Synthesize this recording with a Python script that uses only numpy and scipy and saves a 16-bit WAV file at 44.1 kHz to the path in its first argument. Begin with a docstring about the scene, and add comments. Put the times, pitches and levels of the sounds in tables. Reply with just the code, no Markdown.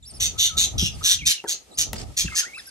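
"""First a high trill over a faint rumble and hiss; then a small parrot squawks hoarsely again and again outside
a wooden nest box in a small room. Trills, chips and a low warble are tones on moving pitches; squawks are uneven
clicks and puffs of air through a throat. The hen shuffles on the shavings near the microphone: shaped noise
rumbles, scrapes, rustles and scratches, while fading tones make the box thump and knock. Grainy noise also adds
rough chatter near the end."""
import sys
import numpy as np
from scipy import signal
from scipy.fft import rfft, irfft, next_fast_len
from scipy.io import wavfile
from scipy.ndimage import uniform_filter1d, map_coordinates

SR = 44100
rng = np.random.default_rng(int(sys.argv[2]) if len(sys.argv) > 2 else 0)


def level_to_linear(level):
    """Convert decibel levels to linear amplitude factors, elementwise."""
    exponent = np.asarray(level, float) / 20
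    return 10 ** exponent


def inscribe(sig):
    """Save sig as 16-bit PCM at rate SR to the path in sys.argv[1].

    A 1-D sig is mono; a 2-D sig holds one channel per row.
    Samples are clipped to [-1, 1] before scaling.
    """
    pcm = np.round(np.clip(np.atleast_2d(sig).T, -1, 1) * 32767)
    wavfile.write(sys.argv[1], SR, pcm.astype(np.int16))


N = 119070  # samples, 2.7 s

# Background hiss of far birds and room, tone colour: f/Hz, relative level/dB per Hz
FLOOR_COLOUR = [(30, -30), (60, -10), (120, -5), (400, -8), (790, -10.5), (1200, -12.5), (2400, -8),
                (5500, -8), (9300, -9.5), (12200, -14.5), (13000, -57)]
# Its loudness before a random wobble: t/s, level/dB
FLOOR_LEVEL = [(0, -68), (.04, -61), (.2, -51), (1.0, -49.5), (1.65, -59), (2.1, -54), (2.7, -49.5)]
# The hen's shuffling before a random wobble: t/s, rumble level/dB, scrape level/dB
SHUFFLE_LEVEL = [(0, -53, -74), (.11, -50.5, -67), (.13, -41.5, -56), (.2, -38, -47), (.35, -38, -51.5),
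                 (.5, -45.5, -62), (.6, -31.5, -44.5), (.68, -38.5, -51.5), (.75, -27.5, -46.5),
                 (.88, -37.5, -54), (1.0, -36.5, -50.5), (1.1, -46, -59.5), (1.25, -35.5, -69),
                 (1.309, -40, -54), (1.33, -57, -64), (1.42, -72, -62.5), (1.5, -55.5, -50.5),
                 (1.6, -64, -60.5), (1.76, -63, -54), (1.791, -42.5, -47.5), (1.9, -38, -46.5),
                 (1.96, -33.5, -42.5), (2.09, -36, -50), (2.14, -45.5, -57), (2.201, -46.5, -54.5),
                 (2.3, -38.5, -59.5), (2.43, -65.5, -55), (2.7, -65, -70)]
# Tone colour of the box rumbling under her weight: f/Hz, relative level/dB per Hz
RUMBLE_COLOUR = [(13, -38), (22, -26), (43, 2), (65, 2.5), (140, -8.5), (272, -20.5), (300, -18.5),
                 (390, -70), (660, -120)]
# Tone colour of her scraping feet: f/Hz, relative level/dB per Hz
SCRAPE_COLOUR = [(88, -32), (150, -6.5), (344, -3), (486, -4.5), (827, -7.5), (1060, -22), (1300, -8),
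                 (1690, -68), (2860, -120)]
# High trill notes: start t/s, length/s, first f/Hz, middle f/Hz, last f/Hz, level/dB, octave level/dB
TRILL_NOTES = [(0.025, 0.033, 4120, 3470, 4500, -50, -51), (0.055, 0.055, 4350, 5580, 4370, -47, -49.5),
               (0.098, 0.025, 4430, 4410, 4300, -56, -45), (0.135, .042, 4390, 5470, 4430, -48, -47),
               (0.164, 0.025, 4400, 4570, 4750, -56, -46), (0.915, 0.048, 4680, 5090, 4500, -48, -65),
               (0.946, 0.021, 4740, 4370, 4100, -63, -50), (1.713, 0.017, 3980, 4000, 3870, -51.5, -58),
               (1.727, 0.042, 3420, 4450, 5440, -52, -51), (2.546, 0.0085, 3800, 3900, 3800, -47, -47),
               (2.555, 0.021, 5070, 5360, 4800, -51, -53.5), (2.576, 0.038, 4340, 5260, 4500, -47.5, -44),
               (2.579, 0.029, 4340, 3770, 3300, -44.5, -72), (2.654, 0.043, 4490, 5580, 4120, -47.5, -46.5)]
# Short rough chips: start t/s, length/s, first f/Hz, middle f/Hz, last f/Hz, level/dB
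CHIP_NOTES = [(2.258, 0.015, 2560, 2734, 2620, -35.5), (2.272, 0.013, 2710, 2650, 2600, -35),
              (2.279, .015, 1850, 1640, 1370, -38.5), (2.287, 0.026, 2720, 2570, 2800, -40.5),
              (2.308, 0.044, 2210, 2114, 2170, -39.5), (2.32, 0.01, 1330, 1306, 1270, -34.5),
              (2.334, 0.019, 1300, 1280, 1190, -42), (2.359, 0.01, 1530, 1770, 1640, -34),
              (2.374, 0.015, 1850, 1760, 1650, -32.5), (2.389, 0.021, 1600, 1683, 1920, -34.5),
              (2.568, 0.019, 1160, 1350, 1710, -45.5), (1.009, 0.019, 1195, 1246, 1380, -40),
              (1.185, 0.042, 3380, 3166, 3380, -44), (1.188, 0.019, 2500, 2820, 2500, -41),
              (1.36, 0.019, 2900, 2810, 2720, -48), (1.378, 0.029, 2850, 2800, 2720, -38.5),
              (0.355, 0.035, 1250, 1302, 1410, -49.5)]
# Squawks: start t/s, length/s, level before swell/dB, low throat f/Hz, high throat f/Hz, low over high/dB,
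# swell/dB (added twice at the start, four times at the end), valley between resonances/dB, attack/s
SQUAWK_CALLS = [(0.196, 0.093, -20, 3580, 6400, -7, -0.5, -11, 0.01),
                (0.371, .12, -19.5, 3585, 6320, 0.5, 0, -8.5, 0.026),
                (0.563, 0.11, -17, 3650, 6560, -5.5, -1, -11.5, 0.019),
                (0.776, 0.12, -22, 3160, 5810, 1.5, -1, -11.5, 0.0064),
                (1.018, 0.14, -19.5, 3500, 6010, 2, 0.5, -4.5, 0.04),
                (1.249, 0.088, -20, 3630, 6120, -1.5, 0.63, -2, 0.018),
                (1.467, 0.079, -28.5, 3820, 6410, -9, 1.5, -10.5, 0.021),
                (1.768, 0.074, -22.5, 3430, 6320, -12, 0.6, -7.5, 0.018),
                (2.163, 0.076, -22, 3550, 6260, -7, 0, -4.5, 0.012),
                (2.341, 0.08, -19.5, 5120, 6440, -10.5, 0, -8.5, 0.026)]
# One share per squawk: how far the low throat resonance moves from the middle to either end
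THROAT_SLIDES = [0.11, -0.00096, -.04, -0.059, 0.083, 0.012, 0.1, .01, -0.00054, .01]
# Tone colour of the squawking voice: f/Hz, relative level/dB per Hz
VOICE_COLOUR = [(530, -76), (900, -94), (1040, -30.5), (1730, -17), (2740, -4.5), (3710, -4.5), (4540, -1),
                (6360, -6), (7780, -8), (9210, -7.5), (11200, -9.5), (13200, -17.5)]
# Low warbles, one list each: t/s, pitch f/Hz, level/dB
WARBLE_CURVES = [
    [(0.49, 1490, -51), (0.516, 1277, -43.5), (0.582, 1320, -40), (0.6, 1200, -73)],
    [(1.207, 2720, -52), (1.212, 2490, -34.5), (1.23, 2160, -39), (1.24, 2250, -32.5), (1.244, 2400, -44),
     (1.252, 2430, -39), (1.27, 2720, -39)],
    [(1.455, 1814, -46), (1.468, 1486, -45), (1.478, 1450, -48), (1.5, 1660, -58)],
    [(2.415, 1695, -45), (2.425, 1540, -44), (2.44, 1382, -36), (2.449, 1463, -40), (2.455, 1790, -40.5),
     (2.495, 2230, -46), (2.518, 2136, -55), (2.535, 2220, -42), (2.549, 2590, -39), (2.565, 2665, -39),
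     (2.579, 2650, -40), (2.591, 1933, -44.5), (2.606, 1670, -38.5)],
    [(2.665, 1570, -71), (2.677, 1580, -47), (2.7, 1530, -54)],
]
# Soft thumps on the box: t/s, level/dB, pitch factor
THUMP_HITS = [(.825, -14.5, 1.01), (1.222, -29, 0.8), (1.9344, -27.5, 1.144), (2.247, -19.5, 0.95)]
# Ringing tones of the whole box: f before the pitch factor/Hz, relative level/dB, time to fade by 60 dB/s
BOX_TONES = [(69, 7, 0.046), (96.6, -1, 0.099), (167.7, 8, 0.046), (325, -3.5, 0.0396)]
# Hard knocks on the wall: t/s, ring level/dB, hardness/dB per octave, crack level/dB
KNOCK_HITS = [(1.4404, -28.5, 3, -47), (1.4457, -24.5, -0.5, -57), (1.9313, -28.5, 10, -20)]
# Ringing tones of the wall: f/Hz, relative level/dB, time to fade by 60 dB/s
WALL_TONES = [(348, -12.5, .09), (424, 2.5, 0.031), (478, -18, 0.064), (790, 0.5, 0.021),
              (893.5, -8.5, 0.054), (1350, -7, 0.016), (1920, -10.5, 0.014)]
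# Grainy noise, rustling shavings near 2 s, then rough chatter from 2.24 s: t/s, level/dB
GRAIN_LEVEL = [(1.94, -36), (1.952, -49), (1.962, -38), (2.02, -41.5), (2.066, -59.5), (2.16, -73),
               (2.24, -40.5), (2.33, -45), (2.44, -35), (2.5, -71)]
# Short scratches in the shavings: t/s, level/dB, middle f/Hz
SCRATCH_PUFFS = [(1.9619, -32.5, 4830), (1.9822, -28, 4900), (2.001, -39, 5900), (2.0154, -35, 4990)]
# Dying away of the room: f/Hz, time to fade by 60 dB/s
ROOM_FADE = [(1000, 0.24), (3500, 0.18), (6500, 0.19), (12000, 0.095)]
# How far the left channel's phase leads the right's for squawks: f/Hz, lead/radians
SQUAWK_LEAD = [(0, -11.5), (260, -13), (1380, -13.5), (3450, -16.5), (5600, -18.5), (7240, -17.5),
               (8270, -19), (8870, -17.5), (9730, -30), (12700, -23), (16400, -32)]
# Treble of the microphone: f/Hz, level/dB
MICROPHONE_TREBLE = [(9600, 0), (10150, -18), (10700, 2), (12900, 0), (13800, -45), (14500, -15),
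                     (15600, -1), (16300, -62)]

PULSE_HZ, JITTER, SIZE_DB = 176.3, 0.2, 2  # voice pulses: rate, uneven share of the rate, uneven size
CLICK_SHARE, BREATH_SHARE = 0.2, 0.5  # clicks against puffs; steady air beneath the puffs
LOW_WIDTH_HZ, HIGH_WIDTH_HZ = 1200, 1400  # widths of the two throat resonances
RIPPLE_DB, RIPPLE_HZ = 4, 130  # random bumps over the voice: size, spacing
RELEASE_S = 0.029  # fade at the end of a squawk
WAVER, FLUTTER_DB, GLIDE_S = 0.012, 2, 0.006  # share of pitch, wobble of level, smoothing of warble pitch
HOARSE, HOARSE_HZ = 0.4, 700  # roughness of chips: share of strength, speed
SONG_LEAD = 1.44  # radians by which the left leads the right
SQUAWK_ROOM_DB, SONG_ROOM_DB, HIT_ROOM_DB = -5.5, -13, -10  # how much of each is sent into the room


def unit(x):
    """Scales a sound to rms 1."""
    return x / np.sqrt(np.mean(x ** 2) + 1e-20)


def along(points, hz):
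    """Reads (f/Hz, value) points on a log frequency axis."""
    f, value = np.transpose(points)
    return np.interp(np.log(hz + 1), np.log(f + 1), value)


def wobble(rate, size=N):
    """A smooth random curve through `rate` random points a second."""
    knots = rng.standard_normal(int(size * rate / SR) + 4)
    return map_coordinates(knots, [np.arange(size) * rate / SR])


def filtered(x, response):
    """Multiplies the spectrum of x by a response, which may be complex, of frequency."""
    n = x.shape[-1]
    padded = next_fast_len(n + 8192)
    spectrum = rfft(x, padded) * response(np.fft.rfftfreq(padded, 1 / SR))
    return irfft(spectrum, padded)[..., :n]


def add(out, start_s, x):
    """Mixes x into out from the given time, cut at the end."""
    part = out[..., round(start_s * SR):][..., :x.shape[-1]]
    part += x[..., :part.shape[-1]]


def pair(colour, alike):
    """Coloured stereo noise of rms 1; alike is how closely left follows right."""
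    a, b = filtered(rng.standard_normal((2, N)), lambda hz: level_to_linear(along(colour, hz)))
    angle = np.arccos(np.clip(alike, -1, 1)) / 2
    middle, side = np.cos(angle) * a, np.sin(angle) * b
    return unit(np.array([middle + side, middle - side]))


def background():
    """Far birds and the room blur into coloured noise that slowly swells and sinks."""
    level_db = np.interp(np.arange(N) / SR, *np.transpose(FLOOR_LEVEL))
    return level_to_linear(level_db + 2.1 * wobble(16)) * pair(FLOOR_COLOUR, alike=0.059)


def shuffle():
    """The hen's weight rumbles the box as low noise; her feet scrape as higher noise."""
    s, rumble_db, scrape_db = np.transpose(SHUFFLE_LEVEL)
    t = np.arange(N) / SR
    rumble_level = level_to_linear(np.interp(t, s, rumble_db) + 2.2 * wobble(18))
    scrape_level = level_to_linear(np.interp(t, s, scrape_db) + 3 * wobble(40))
    rumble = rumble_level * pair(RUMBLE_COLOUR, alike=0.6)
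    return rumble + scrape_level * pair(SCRAPE_COLOUR, alike=0.1)


def whistle(hz, levels_db, hoarse=0):
    """A wavering, fluttering tone on a pitch curve, perhaps hoarse; further levels are overtones."""
    n = len(hz)
    turn = 2 * np.pi * np.cumsum(hz * (1 + WAVER * wobble(297, size=n))) / SR
    to_nearest_end = np.minimum(np.arange(n), np.arange(n)[::-1])
    edge = np.clip(to_nearest_end / (0.004 * SR), 0, 1)  # soft ends of 4 ms
    edge = edge * (1 + hoarse * wobble(HOARSE_HZ, size=n))
    tone = np.zeros(n)
    for k, db in enumerate(levels_db):
        level = np.sqrt(2) * level_to_linear(db + FLUTTER_DB * wobble(158.4, size=n))
        tone += level * np.sin((k + 1) * turn)
    return edge * tone


def trills_and_chips():
    """Each note's pitch follows a parabola through three pitches; chips are hoarse and have no octave."""
    out = np.zeros(N)
    for s, length, first_hz, middle_hz, last_hz, *levels_db in TRILL_NOTES + CHIP_NOTES:
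        u = np.linspace(-1, 1, round(length * SR))
        slope = (last_hz - first_hz) / 2
        bend = (first_hz + last_hz) / 2 - middle_hz
        is_chip = len(levels_db) == 1
        add(out, s, whistle(middle_hz + u * slope + u ** 2 * bend, levels_db, hoarse=HOARSE * is_chip))
    return out


def resonance(f, centre_hz, width_hz):
    """A hollow that answers most strongly at its own frequency."""
    return 1j * f * width_hz / (centre_hz ** 2 - f ** 2 + 1j * f * width_hz)


def squawks():
    """The voice box snaps in uneven pulses, each a click and a puff of air, through two throat resonances."""
    out, t = np.zeros(N), np.arange(SR // 4) / SR
    stage = np.array([[-1], [0], [1]])  # throat at the start, middle and end
    for call, slide in zip(SQUAWK_CALLS, THROAT_SLIDES):
        s, length, db, low_hz, high_hz, low_db, swell_db, valley_db, attack = call
        turn = np.cumsum(PULSE_HZ * (1 + JITTER * wobble(150, size=len(t)))) / SR
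        sizes = level_to_linear(SIZE_DB * rng.standard_normal(200))[turn.astype(int) % 200]
        clicks = unit(sizes * np.diff(np.floor(turn), prepend=0))
        air = BREATH_SHARE + sizes * np.sin(np.pi * turn + 1) ** 4
        puffs = unit(air * rng.standard_normal(len(t)))
        source = CLICK_SHARE * clicks + (1 - CLICK_SHARE) * puffs
        bumps = rng.standard_normal((3, int(SR / 2 / RIPPLE_HZ) + 4))

        def throat(f):
            ripple_db = RIPPLE_DB * np.array([map_coordinates(row, [f / RIPPLE_HZ]) for row in bumps])
            low = level_to_linear(low_db) * resonance(f, low_hz * (1 + slide * stage), LOW_WIDTH_HZ) ** 2
            high = resonance(f, high_hz, HIGH_WIDTH_HZ) ** 2
            return level_to_linear(along(VOICE_COLOUR, f) + ripple_db) * (level_to_linear(valley_db) + low + high)

        stages = filtered(source, throat)
        # cross-fade from one throat shape to the next
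        fade = np.clip(1 - np.abs(np.clip(2 * t / length - 1, -1, 1) - stage), 0, 1)
        voice = unit(np.sum(np.sqrt(fade) * stages, axis=0))
        rise = np.clip(t / max(attack, 0.003), 0, 1) ** 2
        fall = np.clip((length - t) / RELEASE_S, 0, 1)
        add(out, s, voice * rise * fall * level_to_linear(db + swell_db * (2 * t / length + 2)))
    return out


def warbles():
    """A low whistle whose pitch glides along each curve while its level rises and falls."""
    out = np.zeros(N)
    for rows in WARBLE_CURVES:
        s, hz, db = np.transpose(rows)
        t = np.arange(s[0], s[-1], 1 / SR)
        pitch = uniform_filter1d(np.interp(t, s, hz), max(1, int(GLIDE_S * SR)), mode="nearest")
        add(out, s[0], whistle(pitch, [np.interp(t, s, db)]))
    return out


def thumps():
    """Soft blows make the whole box ring in a few low tones that die away."""
    out, t = np.zeros(N), np.arange(SR // 4) / SR
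    for s, db, pitch in THUMP_HITS:
        ring = sum(level_to_linear(db + tone_db - 60 * t / t60) * np.sin(2 * np.pi * f * pitch * t)
                   for f, tone_db, t60 in BOX_TONES)
        add(out, s, (1 - np.exp(-t / 0.0056)) * ring)
    return out


def knocks():
    """Hard blows ring the wall, with a bright crack of noise; hardness tilts the tones about 600 Hz."""
    out, t = np.zeros(N), np.arange(SR // 4) / SR
    for s, db, hard_db, crack_db in KNOCK_HITS:
        ring = np.zeros(len(t))
        for f, tone_db, t60 in WALL_TONES:
            level_db = tone_db + hard_db * np.log2(f / 600) + rng.normal(0, 1)
            ring += level_to_linear(level_db - 60 * t / t60) * np.sin(2 * np.pi * f * t)
        crack = level_to_linear(crack_db - 60 * t / 0.022) * rng.standard_normal(len(t))
        add(out, s, level_to_linear(db) * (1 - np.exp(-t / 0.001)) * ring + crack)
    return out


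def grainy_noise():
    """Bright noise with a quick flicker: rustle of the shavings near 2 s, then rough chatter from 2.24 s."""
    colour = [(900, -20), (1500, -12.5), (2500, -9), (5000, -8.5), (8000, -10), (12000, -24), (13500, -55)]
    grains = unit(level_to_linear(3.3 * wobble(130)) * pair(colour, alike=0.034))
    level_db = np.interp(np.arange(N) / SR, *np.transpose(GRAIN_LEVEL), left=-120, right=-120)
    return grains * level_to_linear(level_db)


def scratches():
    """Short scratches in the shavings: puffs of noise in one narrow band."""
    out, t = np.zeros(N), np.arange(SR // 20) / SR
    for s, db, hz in SCRATCH_PUFFS:
        noise = rng.standard_normal(len(t))
        puff = unit(filtered(noise, lambda f: np.exp(-((f - hz) / 400) ** 2)))
        add(out, s, level_to_linear(db - 60 * t / 0.043) * (1 - np.exp(-t / 0.0012)) * puff)
    return out


def room(x):
    """Each frequency of the echo dies at its own speed; the random echo tail is drawn afresh every 0.2 s."""
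    out, step = np.zeros((2, N)), SR // 5
    for start in range(0, N, step):
        hz, t, z = signal.stft(rng.standard_normal((2, SR // 3)), SR, nperseg=256)
        fade = level_to_linear(-60 * t / along(ROOM_FADE, hz)[:, None])
        tail = signal.istft(z * fade, SR, nperseg=256)[1]
        tail = tail / np.linalg.norm(tail[0])
        echo = signal.fftconvolve(x[None, start:start + step], tail, axes=1)
        add(out, (start + 300) / SR, echo)  # echo starts 300 samples late
    return out


def scene():
    """Birds reach the two ports through the box walls, with a phase that, for squawks, turns over frequency."""
    calls = squawks()
    tunes = trills_and_chips() + warbles() + scratches()
    hits = thumps() + knocks()

    def squawk_phase(hz):
        half = np.interp(hz, *np.transpose(SQUAWK_LEAD)) / 2
        return np.exp(1j * np.array([half, -half]))

    def song_phase(hz):
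        return np.exp(0.5j * SONG_LEAD * np.array([[1], [-1]])) * (hz > 0)

    near = filtered(calls, squawk_phase) + filtered(tunes, song_phase)
    far = room(level_to_linear(SQUAWK_ROOM_DB) * calls + level_to_linear(SONG_ROOM_DB) * tunes + level_to_linear(HIT_ROOM_DB) * hits)
    near_hits = hits * level_to_linear([[1.1], [-1.1]])  # a little louder on the left
    return near + far + near_hits + shuffle() + grainy_noise() + background()


def low_pass(x):
    """Removes everything above the highest recorded frequency."""
    return signal.sosfilt(signal.butter(12, 16790, fs=SR, output="sos"), x)


def record(dry):
    """A small microphone without deep bass and with two dips in the treble."""
    def microphone(hz):
        return level_to_linear(along(MICROPHONE_TREBLE, hz)) * hz ** 4 / (hz ** 4 + 38 ** 4)

    return low_pass(filtered(dry, microphone))


dry = scene()
out = record(dry)
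inscribe(out)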